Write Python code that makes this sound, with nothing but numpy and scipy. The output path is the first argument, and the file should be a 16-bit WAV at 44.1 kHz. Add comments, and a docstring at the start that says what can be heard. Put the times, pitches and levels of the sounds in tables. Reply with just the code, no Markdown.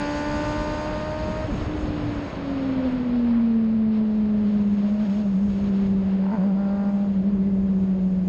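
"""The open cockpit of an open-wheel racing car, from a microphone in a closed housing above the driver's head.
A four-cylinder engine pulls at full throttle, lifts, and slows with short dabs of throttle. Its firing note is
a wavering near-sine booming in the bodywork; the open intake barks in lines at quarters of the firing rate and
whistles as gas blows on its cavities. After the lift come soft low thumps, later the ringing pops of ragged
firings. Wind is coloured noise buffeting the housing and rushing past; grit ticks on it as short noise bursts."""
import sys
import numpy as np
from scipy import signal
from scipy.fft import rfft, irfft, next_fast_len
from scipy.io import wavfile
from scipy.ndimage import uniform_filter1d

SR = 44100
rng = np.random.default_rng(int(sys.argv[2]) if len(sys.argv) > 2 else 0)


def wav_record(signal):
    """Record a signal, one row per channel, as 16-bit PCM in the file named by sys.argv[1]."""
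    frames = np.transpose(np.atleast_2d(signal))
    bounded = np.clip(frames, -1, 1)
    # unit amplitude maps onto the largest positive 16-bit level
    quanta = np.round(bounded * 32767).astype(np.int16)
    wavfile.write(sys.argv[1], SR, quanta)


N = 365148


def undb(db):
    """Gain of a level in dB."""
    return 10 ** (np.asarray(db) / 20)


def seconds():
    """Time of every sample in seconds."""
    return np.arange(N) / SR


def curves(table):
    """The columns of a table after its time column, joined by straight lines, one value per sample."""
    time_s, *columns = np.transpose(table)
    return [np.interp(seconds(), time_s, column) for column in columns]


def colour_db(table, hz):
    """Level of a spectrum at the given frequencies; silent outside the table."""
    points_hz, level_db = np.transpose(table)
    return np.interp(np.log(hz), np.log(points_hz), level_db, left=-120, right=-120)


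def bandpass(x, low_hz, high_hz):
    """Second-order band-pass, used for narrow resonances and for bright clicks."""
    return signal.sosfilt(signal.butter(2, [low_hz, high_hz], "bandpass", fs=SR, output="sos"), x)


def walk(rate_hz):
    """Random levels held for 1 / rate_hz seconds and smoothed twice; spread 1."""
    hold = int(SR / rate_hz)
    steps = np.repeat(rng.standard_normal(N // hold + 1), hold)
    smooth = uniform_filter1d(uniform_filter1d(steps, hold), hold)[:N]
    return smooth / np.std(smooth)


def noise(table, shared_db, own_db, rate_hz):
    """Coloured noise of rms 1 whose octave bands swell together and flicker alone."""
    size = next_fast_len(N)
    hz = np.maximum(np.arange(size // 2 + 1) * SR / size, 1)
    shaped = rfft(rng.standard_normal(size)) * undb(colour_db(table, hz))
    out = np.zeros(N)
    swell = walk(rate_hz)
    first, last = np.log2(table[0][0]), np.log2(table[-1][0])
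    for octave in np.arange(np.floor(first), last + 1):
        # neighbouring bands cross-fade over an octave
        share = np.cos(np.pi / 2 * np.clip(np.log2(hz) - octave, -1, 1)) ** 2
        band = irfft(shaped * share, size)[:N]
        out += band * undb(shared_db * swell + own_db * walk(rate_hz))
    return out / np.std(out)


# engine speed before the driveline swings: time_s, firing_rate_hz
ENGINE_SPEED = [(0, 291.2), (.3, 296.2), (1.46, 312.2), (1.485, 300), (1.515, 282), (1.524, 235),
                (1.545, 215), (1.553, 260), (1.575, 295), (1.61, 301), (1.69, 304.3), (1.8, 303.8),
                (2.1, 294), (2.4, 280.5), (3.1, 244.2), (3.35, 233.7), (3.62, 223.5), (4, 216.3),
                (4.75, 203.3), (4.9, 205.5), (5.02, 212), (5.045, 215), (5.07, 209), (5.2, 205), (5.3, 198),
                (5.62, 199), (6.05, 192.5), (6.27, 192), (6.32, 198), (6.47, 195), (6.53, 194),
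                (6.62, 197.3), (6.85, 200.2), (7.07, 199.8), (7.16, 195), (7.26, 196), (7.34, 200),
                (7.38, 195), (7.5, 195.5), (8.28, 183.6)]
# the driveline winds up and swings back when the load changes: start_s, swing_hz, swings_per_s, decay_s
DRIVELINE_SWINGS = [(5.046, -18.5, 4.44, .15), (5.33, -9.5, 5.7, 0.22), (6.312, 35, 7.5, 0.11),
                    (7.165, -8, 5.5, .25)]


def firing_rate():
    """Engine speed plus decaying sine swings of the driveline."""
    hz, = curves(ENGINE_SPEED)
    for start_s, swing_hz, swings_per_s, decay_s in DRIVELINE_SWINGS:
        age = np.maximum(seconds() - start_s, 0)
        hz = hz + swing_hz * np.exp(-age / decay_s) * np.sin(2 * np.pi * swings_per_s * age)
    return hz


# throttle openings: open_s, close_s, bark_db, treble_loss_db_per_octave, unevenness_db, whistle_db, fade_db_per_s
THROTTLE_OPENINGS = [(-.1, 1.44, -35.5, .5, -38, -49.5, -2), (4.85, 5.26, -42.5, 30, -59, -72, 0),
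                     (6.215, 6.24, -43, 25, -60, -72, 0), (6.31, 6.51, -40.5, 13, -56, -68, 0),
                     (6.57, 6.89, -40.5, 9.5, -49, -70, 2), (6.93, 7.07, -41, 15, -56, -77, -8)]
# bark left with the throttle shut: time_s, bark_db
SHUT_BARK_LEVEL = [(0, -62), (3.55, -62), (3.8, -53), (4.2, -49), (4.55, -50), (4.75, -60), (5.4, -58),
                   (6, -54), (7.2, -55), (7.4, -56), (7.6, -47), (7.85, -55), (7.97, -46.5), (8.18, -48),
                   (8.28, -54)]
# the rest with the throttle shut: treble_loss_db_per_octave, unevenness_db, whistle_db
SHUT_THROTTLE = (23.5, -63, -79.5)
OPENING_S, CLOSING_S = .06, .035


def throttle():
    """Bark, treble loss, unevenness and whistle move from shut values to those of each opening and back."""
    t = seconds()
    shut = np.array(curves(SHUT_BARK_LEVEL) + [np.full(N, value) for value in SHUT_THROTTLE])
    moved, total = 0, 0
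    for open_s, close_s, bark_db, loss_db, uneven_db, whistle_db, fade_db_per_s in THROTTLE_OPENINGS:
        opening = np.interp(t, [open_s - OPENING_S, open_s, close_s, close_s + CLOSING_S], [0, 1, 1, 0])
        fade = fade_db_per_s * (t - open_s)
        # as the bark fades, its treble, the uneven lines and the whistle fade faster
        opened = np.array([bark_db + fade, loss_db - fade, uneven_db + 2 * fade, whistle_db + 3 * fade])
        moved = moved + opening * (opened - shut)
        total = total + opening
    return shut + moved / np.maximum(total, 1)  # overlapping openings are averaged


# the firing note: time_s, level_db, octave_level_db, flutter_depth_db
NOTE_LEVELS = [(0, -29.5, -34, 2), (.45, -30.5, -32.5, -3), (1.1, -39, -31.5, 1), (1.44, -41.5, -33.5, -2),
               (1.458, -42, -33.5, 0), (1.468, -44, -52, 0), (1.478, -42, -52, 0), (1.488, -28, -39, 0),
               (1.512, -29, -40, 0), (1.521, -38, -46, 0), (1.532, -29, -48, 0), (1.543, -30, -48, 0),
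               (1.552, -40, -49, 0), (1.565, -31, -49, 0), (1.58, -31, -49, 0), (1.592, -40, -49, 0),
               (1.606, -26, -49, 0), (1.625, -37, -49, 0), (1.655, -42, -49, 0), (1.685, -31, -49, 0),
               (1.8, -32, -50, -1.5), (2.03, -29.5, -55, 1.5), (2.24, -33, -53, -1), (2.27, -46, -48, 0),
               (2.34, -44, -45, 1), (2.47, -28.5, -43, -3), (2.66, -24.5, -43.5, 0.5),
               (2.8, -23.5, -38.5, 3.5), (3, -25, -39.5, 2.5), (3.22, -20, -42.5, -0.5),
               (3.36, -18.5, -48, -1), (3.58, -19.5, -42.5, 0), (3.75, -20, -45.5, 0), (4, -20.5, -40, 0.3),
               (4.3, -21, -40, -0.5), (4.6, -19.5, -41.5, 1.5), (5, -22, -52.5, 2.5), (5.2, -22, -47, 2),
               (5.38, -20, -50.5, 1), (5.44, -19, -44.5, 1), (5.52, -23.5, -43, 2.5),
               (5.8, -20.5, -38.5, 0), (6.05, -21, -40, 1.5), (6.2, -21.5, -43.5, 1.5), (6.3, -20, -44, .5),
               (6.33, -25, -42, .3), (6.347, -20.5, -38, .3), (6.358, -30, -42, .3), (6.372, -30, -47, .3),
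               (6.385, -19, -46, .5), (6.6, -22, -47.5, 1.5), (7, -22, -49.5, 2.5), (7.3, -21, -43, 3.5),
               (7.5, -21, -38.5, 2), (7.75, -20.5, -42, 2), (8.05, -21.5, -43.5, 3), (8.28, -22, -47.5, 2)]
# raggedness of the note's octave: time_s, roughness (0-1)
OCTAVE_RAGGEDNESS = [(0, .15), (1.5, .15), (2.4, .5), (2.75, 1), (3.3, 1), (3.5, .5), (3.8, .3), (6.2, .25),
                     (6.5, .7), (7.2, .6), (7.45, .4), (8.28, .5)]
FLUTTER_HZ = 14


def firing_note(firings):
    """The exhaust note booming in the bodywork: nearly a sine that wavers, with a more ragged octave."""
    note_db, octave_db, flutter_db = curves(NOTE_LEVELS)
    # short dips of the note, or short rises where the depth is negative
    flutter = .7 - 2 * np.cos(np.pi * FLUTTER_HZ * seconds() + 1.38 * walk(5)) ** 4
    note_db = note_db + flutter_db * flutter
    angle, waver = 2 * np.pi * firings, 0.14 * walk(40)
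    note = undb(note_db + 0.48 * walk(40)) * np.cos(angle + waver)
    ragged, = curves(OCTAVE_RAGGEDNESS)
    octave_gain = undb(octave_db + ragged * 3.5 * walk(40))
    octave = octave_gain * np.cos(2 * angle + waver + ragged * 1.1 * walk(45))
    return np.sqrt(2) * (note + octave)


# colour of the bark on whole multiples of the firing rate: pitch_hz, level_db
BARK_COLOUR = [(400, -3), (600, 0), (800, -1), (900, 0), (1000, -12), (1165, -10), (1195, -4), (1235, -7),
               (1290, -8), (1390, 0), (1465, -10), (1492, -4.5), (1545, -13), (1595, -5), (1760, -14),
               (1790, -12), (1830, -15), (1875, -10), (1990, -11), (2050, -17), (2095, -14), (2150, -21),
               (2340, -21), (2400, -15), (2450, -19), (2800, -25), (3800, -34)]
# colour of the lines of unequally firing cylinders: pitch_hz, level_db
UNEVEN_COLOUR = [(150, -12), (230, -7), (330, -16), (550, -12), (700, -19), (850, -15), (900, -8),
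                 (950, -10), (975, -2), (1003, -10), (1025, -14), (1048, -12), (1085, -13), (1115, -23),
                 (1280, -23), (1390, -14), (1425, -8), (1570, -11), (1730, -16), (1870, -10), (1960, -15),
                 (2300, -18), (2550, -14), (2800, -22), (3300, -27)]
# uneven lines that stand out at any speed: multiple of the firing rate: rise_db
STRONG_UNEVEN_LINES = {1.5: 3, 1.75: 4, 2.75: 8, 3.5: 7, 4.5: 2, 5.5: 3, 5.75: 3, 6.75: 3, 9.25: 5}
PATCHY_DB = 1.3  # spread of each line's own swelling, in full from the sixth multiple up


def intake(firings, hz, bark_db, loss_db, uneven_db):
    """One sharp pulse a firing, duller at part throttle; unequal cylinders add lines at quarters of the rate."""
    out = np.zeros(N)
    step = 64  # samples over which each level is held

    def held(gain):
        """Stretch stepped gains back to one value per sample."""
        return np.repeat(gain, step)[:N]

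    hz, bark_db, loss_db, uneven_db = hz[::step], bark_db[::step], loss_db[::step], uneven_db[::step]
    phase = 2 * np.pi * rng.random(48)
    angle = 2 * np.pi * firings + .01 * walk(73)
    for quarter in range(3, 48):
        order = quarter / 4
        patch = uniform_filter1d(rng.standard_normal(len(hz)), size=60)
        patch = undb(PATCHY_DB * min(order / 6, 1) * patch / np.std(patch))
        octaves_above = np.maximum(np.log2(order * hz / 1100), 0)  # over the air box's top resonance
        line_db = colour_db(UNEVEN_COLOUR, order * hz) + uneven_db - 2 * loss_db * octaves_above
        uneven = undb(line_db + STRONG_UNEVEN_LINES.get(order, 0))
        if quarter % 4:
            out += held(uneven * patch) * np.cos(order * angle + phase[quarter])
        elif order > 2:
            bark = undb(colour_db(BARK_COLOUR, order * hz) + bark_db - loss_db * np.log2(order / 3))
            out += held(np.hypot(bark, uneven) * patch) * np.cos(order * angle)
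    # every firing has its own strength
    strength = undb(0.29 * rng.standard_normal(N // 50))[np.floor(firings + .5).astype(int)]
    return np.sqrt(2) * out * uniform_filter1d(strength, size=40)


# intake resonances that the gas blows on: pitch_hz, width_hz, level_db
INTAKE_CAVITIES = [(3600, 55, -4.5), (4350, 220, -3), (4776, 260, 1.5)]
# relative snap of each cylinder's intake valve, in firing order (linear)
VALVE_SNAPS = (1, .55, .8, .45)
VALVE_DB = 26.5  # snap of a full-strength valve against the puffs


def whistle(firings, whistle_db):
    """Gas puffs each firing and most once an engine cycle, valves snap shut, and intake cavities sing to both."""
    cycle_puff = np.cos(np.pi * firings / 4) ** 4
    firing_puff = 0.73 * np.cos(np.pi * firings) ** 2
    blown = rng.standard_normal(N) * (.5 + cycle_puff + firing_puff)
    fired = np.floor(firings).astype(int)
    blown += undb(VALVE_DB) * np.diff(fired, prepend=0) * np.array(VALVE_SNAPS)[fired % 4]
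    out = np.zeros(N)
    for pitch_hz, width_hz, level_db in INTAKE_CAVITIES:
        out += undb(level_db) * bandpass(blown, pitch_hz - width_hz / 2, pitch_hz + width_hz / 2)
    return undb(whistle_db) * out / np.std(out)


# short spells of louder rustle: start_s, end_s, rise_db
RUSTLE_SPELLS = [(3.925, 3.99, 4), (4.45, 4.62, 2.5), (4.78, 4.9, 3), (5.0, 5.07, 5), (5.1, 5.225, 4),
                 (5.495, 5.62, 5), (5.64, 5.69, 6), (5.73, 5.87, 4.5)]
SPELL_EDGE_S = .012


def spells():
    """Rise of the rustle in dB during each spell, with quick edges."""
    rise = np.zeros(N)
    for start_s, end_s, rise_db in RUSTLE_SPELLS:
        corners = [start_s - SPELL_EDGE_S, start_s, end_s, end_s + SPELL_EDGE_S]
        rise += np.interp(seconds(), corners, [0, rise_db, rise_db, 0])
    return rise


# wind at the housing: time_s, buffet_db, roar_db, rush_db, rustle_db, hiss_db
WIND_LEVELS = [(0, -33.5, -36, -41.5, -47.5, -52.5), (.6, -30, -34.5, -41, -47, -52.5),
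               (1.15, -34, -36, -42, -51, -60), (1.3, -31.5, -33.5, -40.5, -49.5, -57),
               (1.47, -32, -35.5, -39.5, -51, -60.5), (1.6, -30.5, -31.5, -39, -48.5, -60.5),
               (1.8, -33, -32.5, -40, -52, -63.5), (2.05, -30.5, -32.5, -40.5, -51, -64),
               (2.3, -36, -33.5, -39.5, -50.5, -64), (2.85, -33.5, -34.5, -40.5, -52.5, -68.5),
               (3.3, -35.5, -37.5, -44.5, -56.5, -73.5), (3.7, -40.5, -40.5, -48, -61, -78),
               (4.3, -38.5, -39.5, -48, -59.5, -74.5), (4.55, -37, -38, -49, -59.5, -72.5),
               (4.85, -41.5, -39.5, -48, -58.5, -68.5), (5.1, -36.5, -39.5, -47, -58.5, -65),
               (5.4, -39.5, -39, -49, -59.5, -66.5), (5.55, -35, -38.5, -49.5, -61, -66.5),
               (5.85, -37, -37.5, -48, -59.5, -69), (6.15, -37.5, -38.5, -47.5, -59.5, -73),
               (6.42, -42, -36.5, -47, -62, -72), (6.6, -45.5, -37, -49.5, -61, -73),
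               (6.9, -42, -38.5, -48.5, -61.5, -71), (7.25, -39, -36, -50.5, -62.5, -74),
               (7.5, -33.5, -39, -51.5, -64, -74), (7.85, -35.5, -38.5, -52, -64, -73),
               (8.28, -37.5, -41, -52, -64.5, -70.5)]
# gain of the buffet's part over 90 Hz: time_s, gain_db
BUFFET_TOP_GAIN = [(0, -4), (1.2, -1), (1.7, -6), (2.4, -0.5), (4, 0.5), (6.8, 0.5), (7.4, -2),
                   (8.28, -3.5)]
# colours of the wind's five bands, low to high: pitch_hz, density_db (relative, per Hz)
BUFFET_COLOUR = [(12, -25.5), (22, -8.5), (45, 1), (70, 1.5), (120, -1.5), (220, -4.5), (330, -25.5),
                 (520, -39.5)]
ROAR_COLOUR = [(120, -22.5), (170, 4.5), (260, 0.5), (400, -4.5), (620, -4), (760, -18), (1100, -23.5),
               (1600, -45)]
RUSH_COLOUR = [(400, -8.5), (700, 1.5), (1000, -0.5), (1500, -5), (2200, -9), (3200, -17.5), (4200, -32)]
RUSTLE_COLOUR = [(1700, -14), (2600, 1.5), (3400, -1), (4400, -2.5), (5400, -9.5), (6000, -26)]
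HISS_COLOUR = [(4500, -5), (5500, -2.5), (7000, -7), (8000, -14.5), (9000, -21.5), (10500, -43.5)]


def air():
    """Wind turbulence as five noise bands: it buffets the housing, roars, rushes, rustles and hisses past."""
    buffet_db, roar_db, rush_db, rustle_db, hiss_db = curves(WIND_LEVELS)
    buffet = undb(buffet_db) * noise(BUFFET_COLOUR, shared_db=1.7, own_db=1.5, rate_hz=14)
    top = signal.sosfilt(signal.butter(2, 90, "highpass", fs=SR, output="sos"), buffet)
    buffet = buffet + (undb(curves(BUFFET_TOP_GAIN)[0]) - 1) * top
    roar = undb(roar_db) * noise(ROAR_COLOUR, shared_db=0.4, own_db=0.14, rate_hz=16)
    # the upper three bands share gusts and, in part, the rustle's spells
    gust, spell_db = walk(12), spells()
    rush_db = rush_db + 0.37 * spell_db + .55 * gust
    rush = undb(rush_db) * noise(RUSH_COLOUR, shared_db=0.73, own_db=0.06, rate_hz=12)
    rustle_db = rustle_db + spell_db + .3 * gust
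    rustle = undb(rustle_db) * noise(RUSTLE_COLOUR, shared_db=.7, own_db=.3, rate_hz=24)
    hiss_db = hiss_db + .3 * gust + .3 * spell_db
    hiss = undb(hiss_db) * noise(HISS_COLOUR, shared_db=.8, own_db=.8, rate_hz=24)
    return buffet + roar + rush + rustle + hiss


# grit ticking on the housing: start_s, level_db (nominal, before the click's make-up gain and filter)
GRIT_TICKS = [(1.0535, -54), (1.5294, -70), (2.9203, -60), (2.9284, -60), (3.5173, -68), (4.4794, -74),
              (7.4096, -68), (8.0976, -63), (8.108, -60)]


def ticks():
    """Each grain is a dry, bright click: noise that decays with a time constant of 0.6 ms."""
    out = np.zeros(N)
    age = np.arange(200) / SR
    for start_s, level_db in GRIT_TICKS:
        start = int(start_s * SR)
        click = np.exp(-age / .0006) * rng.standard_normal(len(age))
        out[start:start + len(age)] += undb(level_db + 4.5) * click
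    return bandpass(out, 4000, 9500)


# thumps as the engine burbles after the lift: start_s, pitch_hz, level_db, cycles
BURBLE_THUMPS = [(1.44, 100, -26, 2), (1.51, 60, -23, 2), (1.545, 135, -23, 2.5), (1.577, 100, -23, 2),
                 (1.608, 75, -22, 2), (1.675, 140, -25, 2), (1.765, 60, -23, 2.5), (1.82, 55, -20, 2),
                 (1.882, 170, -21, 4), (1.895, 70, -23, 2), (2.075, 80, -24, 2), (2.32, 210, -24, 5),
                 (2.513, 540, -26, 3.5)]


def thumps():
    """Each burble of the engine is a few cycles of a sine that swells and fades softly."""
    out = np.zeros(N)
    for start_s, pitch_hz, level_db, cycles in BURBLE_THUMPS:
        age = np.arange(int(cycles / pitch_hz * SR)) / SR
        start = int(start_s * SR)
        thump = np.hanning(len(age)) * np.sin(2 * np.pi * pitch_hz * age)
        out[start:start + len(age)] += undb(level_db) * thump
    return out


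# ragged firings that ring the air box: start_s, level_db (nominal), pitch_hz
RAGGED_POPS = [(6.225, -39, 949), (6.238, -35, 894), (6.255, -41, 1050), (6.265, -29, 870),
               (6.286, -36, 940), (6.298, -35, 955), (6.316, -28, 894), (6.325, -33, 920),
               (6.335, -29, 964), (6.344, -30, 955), (6.353, -29.5, 930), (6.362, -32, 930),
               (6.372, -36, 1030), (6.403, -38, 1000), (6.415, -35, 930), (6.427, -43, 980),
               (6.436, -36.5, 950)]


def pops():
    """Each ragged firing is a short ring of the air box with weaker, quicker overtones."""
    out = np.zeros(N)
    age = np.arange(800) / SR
    attack = 1 - np.exp(-age / .0004)
    for start_s, level_db, pitch_hz in RAGGED_POPS:
        angle = 2 * np.pi * pitch_hz * age
        ring = np.exp(-age / 0.0037) * np.sin(angle)
        overtones = .5 * np.sin(1.55 * angle) + .15 * np.sin(1.95 * angle)
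        ring += np.exp(-age / .002) * overtones
        start = int(start_s * SR)
        out[start:start + len(age)] += undb(level_db) * 1.6 * attack * ring
    return out


def scene():
    """Engine, wind and grit summed at one microphone."""
    hz = firing_rate()
    firings = np.cumsum(hz) / SR  # firings so far, with fractions
    bark_db, loss_db, uneven_db, whistle_db = throttle()
    engine = firing_note(firings) + intake(firings, hz, bark_db, loss_db, uneven_db)
    engine = engine + whistle(firings, whistle_db) + pops() + thumps()
    return (engine + air() + ticks())[None]


# cavities of the housing in front of the microphone: pitch_hz, width_hz, gain_db
HOUSING_CAVITIES = [(5940, 190, -12.5), (6520, 320, 9.5)]
TOP_HZ = 11000


def record(dry):
    """The housing's cavities colour the treble; a steep low-pass cuts the top."""
    size = next_fast_len(N + SR)
    hz = np.arange(size // 2 + 1) * SR / size
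    db = np.zeros(len(hz))
    for pitch_hz, width_hz, gain_db in HOUSING_CAVITIES:
        db += gain_db / (1 + (2 * (hz - pitch_hz) / width_hz) ** 2)
    boxed = irfft(rfft(dry, size) * undb(db), size)[:, :N]
    return signal.sosfilt(signal.ellip(8, .2, 70, TOP_HZ, fs=SR, output="sos"), boxed)


dry = scene()
out = record(dry)
wav_record(out)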